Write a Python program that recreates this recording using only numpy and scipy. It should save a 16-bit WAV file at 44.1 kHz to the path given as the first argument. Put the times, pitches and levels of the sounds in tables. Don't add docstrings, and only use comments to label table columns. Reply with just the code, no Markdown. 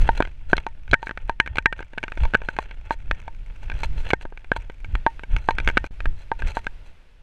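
import sys
import numpy as np
from scipy import signal
from scipy.fft import rfft, irfft
from scipy.io import wavfile
from scipy.ndimage import uniform_filter1d, minimum_filter1d

SR = 44100
rng = np.random.default_rng(int(sys.argv[2]) if len(sys.argv) > 2 else 0)


def int16_out(signal):
    q = np.round(np.clip(np.atleast_2d(signal).T, -1, 1) * 32767)
    wavfile.write(sys.argv[1], SR, q.astype(np.int16))


N = 318402

# (frequency [Hz], relative level [dB], time to fall by 60 dB [s])
SHELL_MODES = [(1340, -18, 0.028), (1543, 5, 0.025), (1604, 2, 0.027), (1830, -30, 0.22), (910, -34, .1),
               (544, -13, 0.011)]
# (frequency [Hz], relative level [dB], time to fall by 60 dB [s])
PLATE_MODES = [(912.6, -9, 0.033), (984, -6.5, 0.0071), (912, -20, 0.082), (1838, -41.5, 0.18)]
# (frequency [Hz], relative level [dB], time to fall by 60 dB [s])
BUCKLE_MODES = [(2238, 30, .014), (2396, 26.5, 0.012), (2500, -15.5, 0.021), (2500, -32.5, 0.16),
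                (1740, -24, .18), (2780, -1, 0.0034), (3220, -15, 0.0066), (3180, -9, 0.01),
                (3860, -25.5, 0.0073), (3880, -10.5, 0.0075), (4730, 1, .008)]
# (frequency [Hz], relative level [dB])
EDGE_SPECTRUM = [(3500, -32), (5100, -3.5), (6000, 7.5), (7200, -3), (8700, -3), (10000, -16.5),
                 (13500, -21), (15500, -47)]
# (time [s], level [dB])
HISS_LEVEL = [(0, -46), (.3, -63), (.75, -64), (1.85, -67.5), (2.28, -55), (2.4, -66), (2.75, -64.5),
              (3.3, -63), (4.1, -52), (4.16, -65.5), (4.8, -62), (5.04, -59), (5.12, -56.5), (5.45, -66),
              (5.85, -57.5), (6.3, -59.5), (6.75, -58), (7.22, -64.5)]
# (time [s], jolt strength [dB], swing of the mount [Hz], strap rub strength [dB], half length of the rub [s])
STRIDES = [(0.024, -9, 25.1, -47.5, 0.071), (.19, -21.5, 30, -55, 0.07), (0.553, -22.5, 30.7, -55.5, 0.054),
           (0.919, -15.5, 40.4, -64, 0.022), (1.251, -28, 30, -63, 0.064),
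           (1.517, -24.5, 54.5, -58.5, 0.077), (1.788, -30.5, 41.2, -57.5, 0.028),
           (2.228, -9, 57.3, -48.5, 0.033), (2.546, -28.5, 41, -61, 0.25), (2.865, -31, 30.2, -57.5, 0.032),
           (3.113, -20.5, 30, -61, 0.11), (3.754, -16.5, 41, -59, .08), (4.069, -22.5, 29.8, -46, 0.029),
           (4.589, -26, 34.7, -55.5, 0.058), (4.943, -16.5, 48, -54.5, 0.063),
           (5.344, -11.5, 35.7, -47, 0.043), (5.678, -15, 36.7, -49.5, 0.14), (6.08, -14, 26.6, -61, 0.053),
           (6.456, -15, 22.76, -45.5, 0.05)]


def undb(db):
    return 10 ** (np.asarray(db) / 20)


def unit(x):
    return x / np.sqrt(np.mean(x ** 2))


def curves(table):
    s, *columns = np.transpose(table)
    return [np.interp(np.arange(N) / SR, s, column) for column in columns]


def colour(x, points):
    hz, db = np.transpose(points)
    f = np.arange(len(x) // 2 + 1) * SR / len(x)
    gain = undb(np.interp(np.log(f + 1), np.log(hz), db))
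    return unit(irfft(rfft(x) * gain, len(x)))


def resonate(x, peaks):
    return sum(undb(db) * signal.lfilter(*signal.iirpeak(hz, hz / width, SR), x) for hz, width, db in peaks)


def cut(x, hz, kind, order=4):
    return signal.sosfilt(signal.butter(order, min(hz, SR * .45), kind, fs=SR, output="sos"), x)


def walk(rate):
    steps = np.arange(N) / SR * rate
    return np.interp(steps, np.arange(1000), rng.standard_normal(1000))


def add(track, start_s, sound):
    i = int(start_s * SR)
    part = sound[max(-i, 0):N - i]
    track[max(i, 0):max(i, 0) + len(part)] += part


def swell(middle_s, half_length_s, db):
    power, t = np.zeros(N), np.arange(-14000, 14000) / SR
    stroke = undb(db) ** 2 * np.exp(-np.abs(t / half_length_s) ** 3)
    add(power, middle_s + t[0], stroke)
    return power


def ring(modes, t, detune, scatter_db):
    hz, db, t60 = np.transpose(modes)[:, :, None]
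    load, weight = rng.uniform(-0.82, 1, (2, len(modes), 1))
    hz = hz + detune * load / t60
    level_db = db + scatter_db * weight - 60 * t / t60
    return np.sum(undb(level_db) * np.sin(2 * np.pi * hz * t), axis=0)


def chatter(sound, gap_s, rebound, count=2):
    out, lag = sound.copy(), 0
    for k, (wait, force) in enumerate(rng.uniform(.5, 1.5, (count, 2))):
        lag += max(int(gap_s * wait * SR), 1)
        out[lag:] += rebound ** (k + 1) * force * sound[:-lag]
    return out


def blow(sound, db):
    return sound * undb(db) * np.sqrt(.01 * SR / np.sum(sound ** 2))


def hiss():
    # (frequency [Hz], relative level [dB])
    hiss_spectrum = [(100, -5), (300, -4), (600, -6), (1200, -11), (2500, -8.5), (4000, -17), (7000, -27.5),
                     (10000, -31), (14000, -41)]
    hiss_db, = curves(HISS_LEVEL)
    return colour(rng.standard_normal(N), hiss_spectrum) * undb(hiss_db)


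def body(swing_cycles=0.78, shudder_db=-15.5):
    # (frequency [Hz], relative level [dB])
    rumble_spectrum = [(8, 3.5), (25, 3.5), (50, -4.5), (80, -13), (125, -20.5), (200, -33.5), (350, -40.5),
                       (700, -91)]
    # (time [s], level [dB])
    rumble_level = [(0, -27), (.35, -33), (1.9, -37), (2.7, -33), (3.3, -34), (3.95, -23), (4.4, -38.5),
                    (5.2, -37), (6.6, -33.5), (7.22, -45.5)]
    shake_db, shake_spread = -9, 1.26
    rumble_db, = curves(rumble_level)
    shakes = sum(swell(s, shake_spread * half_s, db + shake_db) for s, db, _, _, half_s in STRIDES)
    power = undb(rumble_db) ** 2 + shakes
    out = colour(rng.standard_normal(N), rumble_spectrum) * np.sqrt(power) * undb(2.4 * walk(10))

    shudder_spectrum = [(40, -21.5), (80, 5.5), (130, -8.5), (220, -22.5), (500, -43.5), (900, -91.0)]
    shudder = colour(rng.standard_normal(N), shudder_spectrum)
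    strain, t = np.zeros(N), np.arange(-4000, 4000) / SR
    for s, db, hz, _, _ in STRIDES:
        bounce = undb(db) * np.exp(-(hz * t / swing_cycles) ** 2)
        add(out, s + t[0], bounce * np.sin(2 * np.pi * hz * t + 1.0))
        add(strain, s + t[0], bounce)
    return out + shudder * strain * undb(shudder_db)


def sliding(creep_db=-7, creep_grit_db=-24):
    # (time [s], half length [s], grit strength [dB])
    rasp_table = [(0.019, 0.0055, -47), (.155, 0.0045, -50), (0.176, 0.0077, -50.5), (0.512, .015, -54.5),
                  (1.065, 0.036, -67), (2.497, 0.058, -66), (2.624, 0.021, -64), (2.929, 0.013, -55),
                  (3.197, 0.0038, -61.5), (3.634, 0.0067, -60), (3.806, 0.021, -57), (3.846, 0.011, -44),
                  (3.998, 0.02, -58), (4.095, 0.016, -52), (4.221, .011, -62), (4.568, 0.0064, -44),
                  (5.467, 0.044, -58.5), (5.87, 0.019, -55.5), (6.202, 0.029, -62), (6.398, 0.0051, -47),
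                  (6.495, 0.02, -46.5), (6.571, 0.018, -46.5), (6.653, 0.011, -60.5), (6.878, 0.019, -64)]
    rub_lag_s = 0.0072
    rub_grit_db, rasp_scuff_db = -18, 6.5
    hiss_db, = curves(HISS_LEVEL)
    creep = undb(hiss_db + creep_db) ** 2
    rubs = sum(swell(s + rub_lag_s, half_s, rub_db) for s, _, _, rub_db, half_s in STRIDES)
    rasps = sum(swell(s, half_s, db) for s, half_s, db in rasp_table)
    scuff_power = creep + rubs + rasps * undb(rasp_scuff_db) ** 2
    grit_power = creep * undb(creep_grit_db) ** 2 + rubs * undb(rub_grit_db) ** 2 + rasps
    return scuff_power, grit_power


def slips(rate, spread_db, smooth):
    size = undb(spread_db * np.minimum(rng.exponential(size=N), 3))
    clicks = (rng.random(N) < rate / SR) * size * rng.choice([-1, 1], N)
    return unit(unit(clicks) + smooth * rng.standard_normal(N))


def rubbing(scuff_power, grit_power, scuff_gain_db=5, grit_gain_db=3, flutter_db=3):
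    # (frequency [Hz], width [Hz], relative level [dB])
    scuff_peaks = [(210, 140, -23), (570, 350, 7), (870, 55, 10), (1444, 220, 7), (1710, 160, 1),
                   (2230, 690, -1), (2600, 100, 5), (3260, 220, 1)]
    # (frequency [Hz], width [Hz], relative level [dB])
    grit_peaks = [(4120, 83, 15.5), (4540, 150, 3.5), (6200, 670, 0.5), (7400, 560, -5), (8400, 700, -11.5),
                  (13500, 1900, -14)]
    grip = np.tanh(walk(220) / 2)
    pressure = undb(flutter_db * np.tanh(walk(45)))
    scuff_push = slips(rate=950, spread_db=4.0, smooth=0.6) * undb(14 * grip) * pressure
    grit_push = slips(rate=450, spread_db=4.2, smooth=.35) * undb(12 * grip) * pressure
    scuff = unit(cut(resonate(scuff_push, scuff_peaks), 3250, "low", order=10))
    grit = cut(resonate(grit_push, grit_peaks), 3100, "high", order=8)
    grit = unit(cut(grit, 11500, "low", order=2))
    scuff = scuff * np.sqrt(scuff_power) * undb(scuff_gain_db)
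    return scuff + grit * np.sqrt(grit_power) * undb(grit_gain_db)


RING_TOP_HZ = 4540


def jiggle(scuff_power, rate=40, tick_db=-22, follow=0.66, spread_db=4.0, scrape_db=-15, end_s=6.7):
    rings, scrapes, t = np.zeros(N), np.zeros(N), np.arange(1500) / SR
    for when, size in rng.random((int(rate * end_s), 2)):
        start_s = when * end_s
        tick = undb(-13.5) * ring(BUCKLE_MODES, t, detune=1.6, scatter_db=5.0)
        tick += ring(SHELL_MODES, t, detune=0.74, scatter_db=-0.5)
        tick += undb(-7) * ring(PLATE_MODES, t, detune=.5, scatter_db=4)
        scrape = colour(rng.standard_normal(len(t)), EDGE_SPECTRUM) * np.exp(-t / .0015)
        moving_db = 10 * np.log10(scuff_power[min(int(start_s * SR), N - 1)])
        db = tick_db + follow * moving_db - spread_db * max(np.log(size), -3)
        add(rings, start_s, blow(chatter(tick, gap_s=0.0014, rebound=0.39), db))
        add(scrapes, start_s, blow(scrape, db + scrape_db))
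    return cut(rings, RING_TOP_HZ, "low", order=8) + scrapes


def clink(t, decay_s=.0022, dense_db=-3):
    clear = unit(ring(BUCKLE_MODES, t, detune=1.6, scatter_db=14.0))
    crowded_spectrum = [(1400, -19.0), (2200, 11.0), (3300, -8.5), (4400, -24.5), (5400, -41.5)]
    crowded = colour(rng.standard_normal(len(t)), crowded_spectrum)
    return clear + undb(dense_db) * unit(crowded * np.exp(-t / decay_s))


def knocks(push_s=0.000069, crack_s=0.0011, crack_tail_db=-19, crack_tail_s=0.0046):
    # (time [s], strength [dB], hardness [steps, 0 as usual], spot [name])
    knock_table = [(.091, -16, -2.5, "plate"), (0.2042, -22, -0.5, "mount"), (0.2243, -26.5, 1, "shell"),
                   (.252, -39, -.5, "buckle"), (0.274, -44, 1, "mount"), (0.5315, -13.5, -1.5, "shell"),
                   (.568, -33.5, 0, "ring"), (0.5805, -29, -0.5, "buckle"), (0.6663, -30.5, 2, "plate"),
                   (0.8792, -47.5, 1.3, "shell"), (0.9136, -39.5, 1, "ring"), (.9304, -31, 0, "mount"),
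                   (0.9333, -13, 0, "shell"), (0.9408, -12.5, 1, "shell"), (1.0291, -35.5, 2, "plate"),
                   (1.0703, -32, .5, "shell"), (1.0937, -32.5, 0, "shell"), (1.111, -32, 0, "shell"),
                   (1.175, -34.5, 0.5, "shell"), (1.2957, -25, 1.33, "plate"),
                   (1.4009, -13.5, 1.63, "shell"), (1.462, -37, 1.4, "shell"), (1.4757, -36, 1.5, "shell"),
                   (1.5576, -43.5, 4.5, "plate"), (1.5711, -36.5, .5, "buckle"),
                   (1.5843, -20.5, 1.3, "shell"), (1.6585, -9.5, 0.67, "shell"),
                   (1.7266, -28.5, 0.83, "shell"), (1.7922, -37.5, 0, "shell"),
                   (1.8051, -43.5, -0.5, "mount"), (1.8274, -42.5, 1, "shell"), (1.9341, -45, .8, "mount"),
                   (1.977, -37, -1.9, "shell"), (1.9817, -30.5, 1.5, "shell"), (2.03, -35.5, 0, "buckle"),
                   (2.038, -30, 1.5, "mount"), (2.0812, -37, 1.3, "shell"), (2.1208, -35.5, 0.93, "shell"),
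                   (2.1747, -37.5, 0.9, "mount"), (2.2353, -40, 4, "plate"), (2.253, -35, 3, "plate"),
                   (2.3372, -25.5, -0.5, "shell"), (2.346, -19.5, 0, "shell"),
                   (2.3506, -14.5, -0.1, "shell"), (2.418, -40.5, 0.6, "mount"),
                   (2.4873, -25, -0.1, "shell"), (2.566, -41.5, -0.2, "buckle"),
                   (2.588, -24.5, 1.5, "plate"), (2.7115, -44.5, -0.16, "buckle"),
                   (2.908, -23, -1, "plate"), (3.1122, -23.5, 0.98, "shell"), (3.2798, -39, 2, "plate"),
                   (3.6998, -36.5, 2, "shell"), (3.7178, -36, 0.66, "shell"), (3.8338, -32.5, 3.5, "plate"),
                   (4.1051, -31.5, 0.5, "buckle"), (4.1112, -37.5, 0.6, "buckle"),
                   (4.1342, -18, 0.24, "mount"), (4.212, -47.5, -0.14, "buckle"),
                   (4.2531, -40.5, -0.3, "mount"), (4.324, -52, -1, "mount"), (4.375, -49, 0.5, "buckle"),
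                   (4.4454, -50, 0, "buckle"), (4.5174, -18.5, -1.2, "shell"), (4.5642, -33, 2.5, "plate"),
                   (4.699, -41, .5, "mount"), (4.846, -43, 0, "buckle"), (4.9536, -29.5, 1.04, "shell"),
                   (5.0648, -15.5, -.7, "plate"), (5.1946, -42, .8, "shell"), (5.2354, -39, 1.25, "mount"),
                   (5.365, -33, 0.63, "buckle"), (5.488, -16.5, -0.7, "plate"), (5.5081, -30.5, 3, "plate"),
                   (5.585, -26, 1.33, "shell"), (5.6013, -36.5, 1.8, "mount"),
                   (5.676, -21.5, -0.06, "buckle"), (5.6877, -26.5, 0, "buckle"),
                   (5.6998, -29, -1, "buckle"), (5.772, -15.5, -0.5, "shell"), (5.776, -20, 1.6, "shell"),
                   (5.8422, -34, .5, "mount"), (6.0048, -38, 1.44, "shell"), (6.057, -29, 0, "shell"),
                   (6.3166, -24, -2, "plate"), (6.4219, -31.5, 0.5, "shell"), (6.5703, -26, -0.5, "plate"),
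                   (6.668, -26.5, 0.9, "shell")]
    spot_mix = {"shell": (-7.5, 2.5, -15, -10.5, -38, -32.5), "plate": (-21.5, -4, 4.5, -23, -31.5, -35.5),
                "buckle": (-13.5, 0.5, -9, 2.5, -31.5, -22), "mount": (5, 0.5, -9, -9.5, -36, -29),
                "ring": (-8.5, -22, -22.5, -11.5, -0.5, -15.5)}
    # (frequency [Hz], relative level [dB], time to fall by 60 dB [s])
    leash_modes = [(3000, -4.5, 0.0049), (3320, 4.5, 0.017), (3335, 4, 0.0027), (4010, -1.5, 0.015)]
    hard_thud_db, hard_metal_db, hard_crack_db = -5, 6.5, 4.5
    plate_give, usual_knock_db = 0.14, -22.5

    rings, cracks, t = np.zeros(N), np.zeros(N), np.arange(6000) / SR
    push = cut(t / push_s * np.exp(-t / push_s), 86, "high", order=1)
    push = cut(push, 980, "low", order=3)
    crack_shape = np.exp(-t / crack_s) + undb(crack_tail_db) * np.exp(-t / crack_tail_s)
    for s, db, hardness, spot in knock_table:
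        thud_db, shell_db, plate_db, buckle_db, leash_db, crack_db = spot_mix[spot]
        thud = blow(chatter(push, gap_s=.0024, rebound=0.35), thud_db + hard_thud_db * hardness)

        shell = ring(SHELL_MODES, t, detune=0.85, scatter_db=2.0)
        shell = blow(chatter(shell, gap_s=0.0011, rebound=0.54, count=1), shell_db)

        plate = chatter(ring(PLATE_MODES, t, detune=0.5, scatter_db=3.0), gap_s=0.0023, rebound=0.46)
        plate = blow(plate, plate_db - plate_give * (db - usual_knock_db))

        leash = blow(ring(leash_modes, t, detune=1.9, scatter_db=8.5), leash_db)
        metal = blow(clink(t), buckle_db) + leash
        metal = chatter(metal, gap_s=0.0012, rebound=0.54) * undb(hard_metal_db * hardness)

        crack = colour(rng.standard_normal(len(t)), EDGE_SPECTRUM) * crack_shape
        crack = blow(crack, crack_db + hard_crack_db * hardness)
        start_s = s - .0002
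        add(rings, start_s, -undb(db) * (thud + shell + plate + metal))
        add(cracks, start_s, undb(db) * crack)
    return cut(rings, RING_TOP_HZ, "low", order=8) + cracks


def dip(x):
    start_s, end_s, dip_db = 5.877, 5.907, -26
    s = [start_s - .003, start_s, end_s, end_s + .003]
    return x * undb(np.interp(np.arange(N) / SR, s, [0, dip_db, dip_db, 0]))


def scene():
    scuff_power, grit_power = sliding()
    background = hiss() + body()
    contacts = rubbing(scuff_power, grit_power) + jiggle(scuff_power) + knocks()
    return dip(background + contacts)[None]


def record(dry):
    top_hz = 14800
    allowed = 1 / np.maximum(np.abs(dry), 1)
    gain = minimum_filter1d(allowed, size=21)
    gain = uniform_filter1d(uniform_filter1d(gain, size=11), size=11)
    return signal.sosfilt(signal.ellip(8, .2, 70, top_hz, fs=SR, output="sos"), dry * gain)


dry = scene()
out = record(dry)
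int16_out(out)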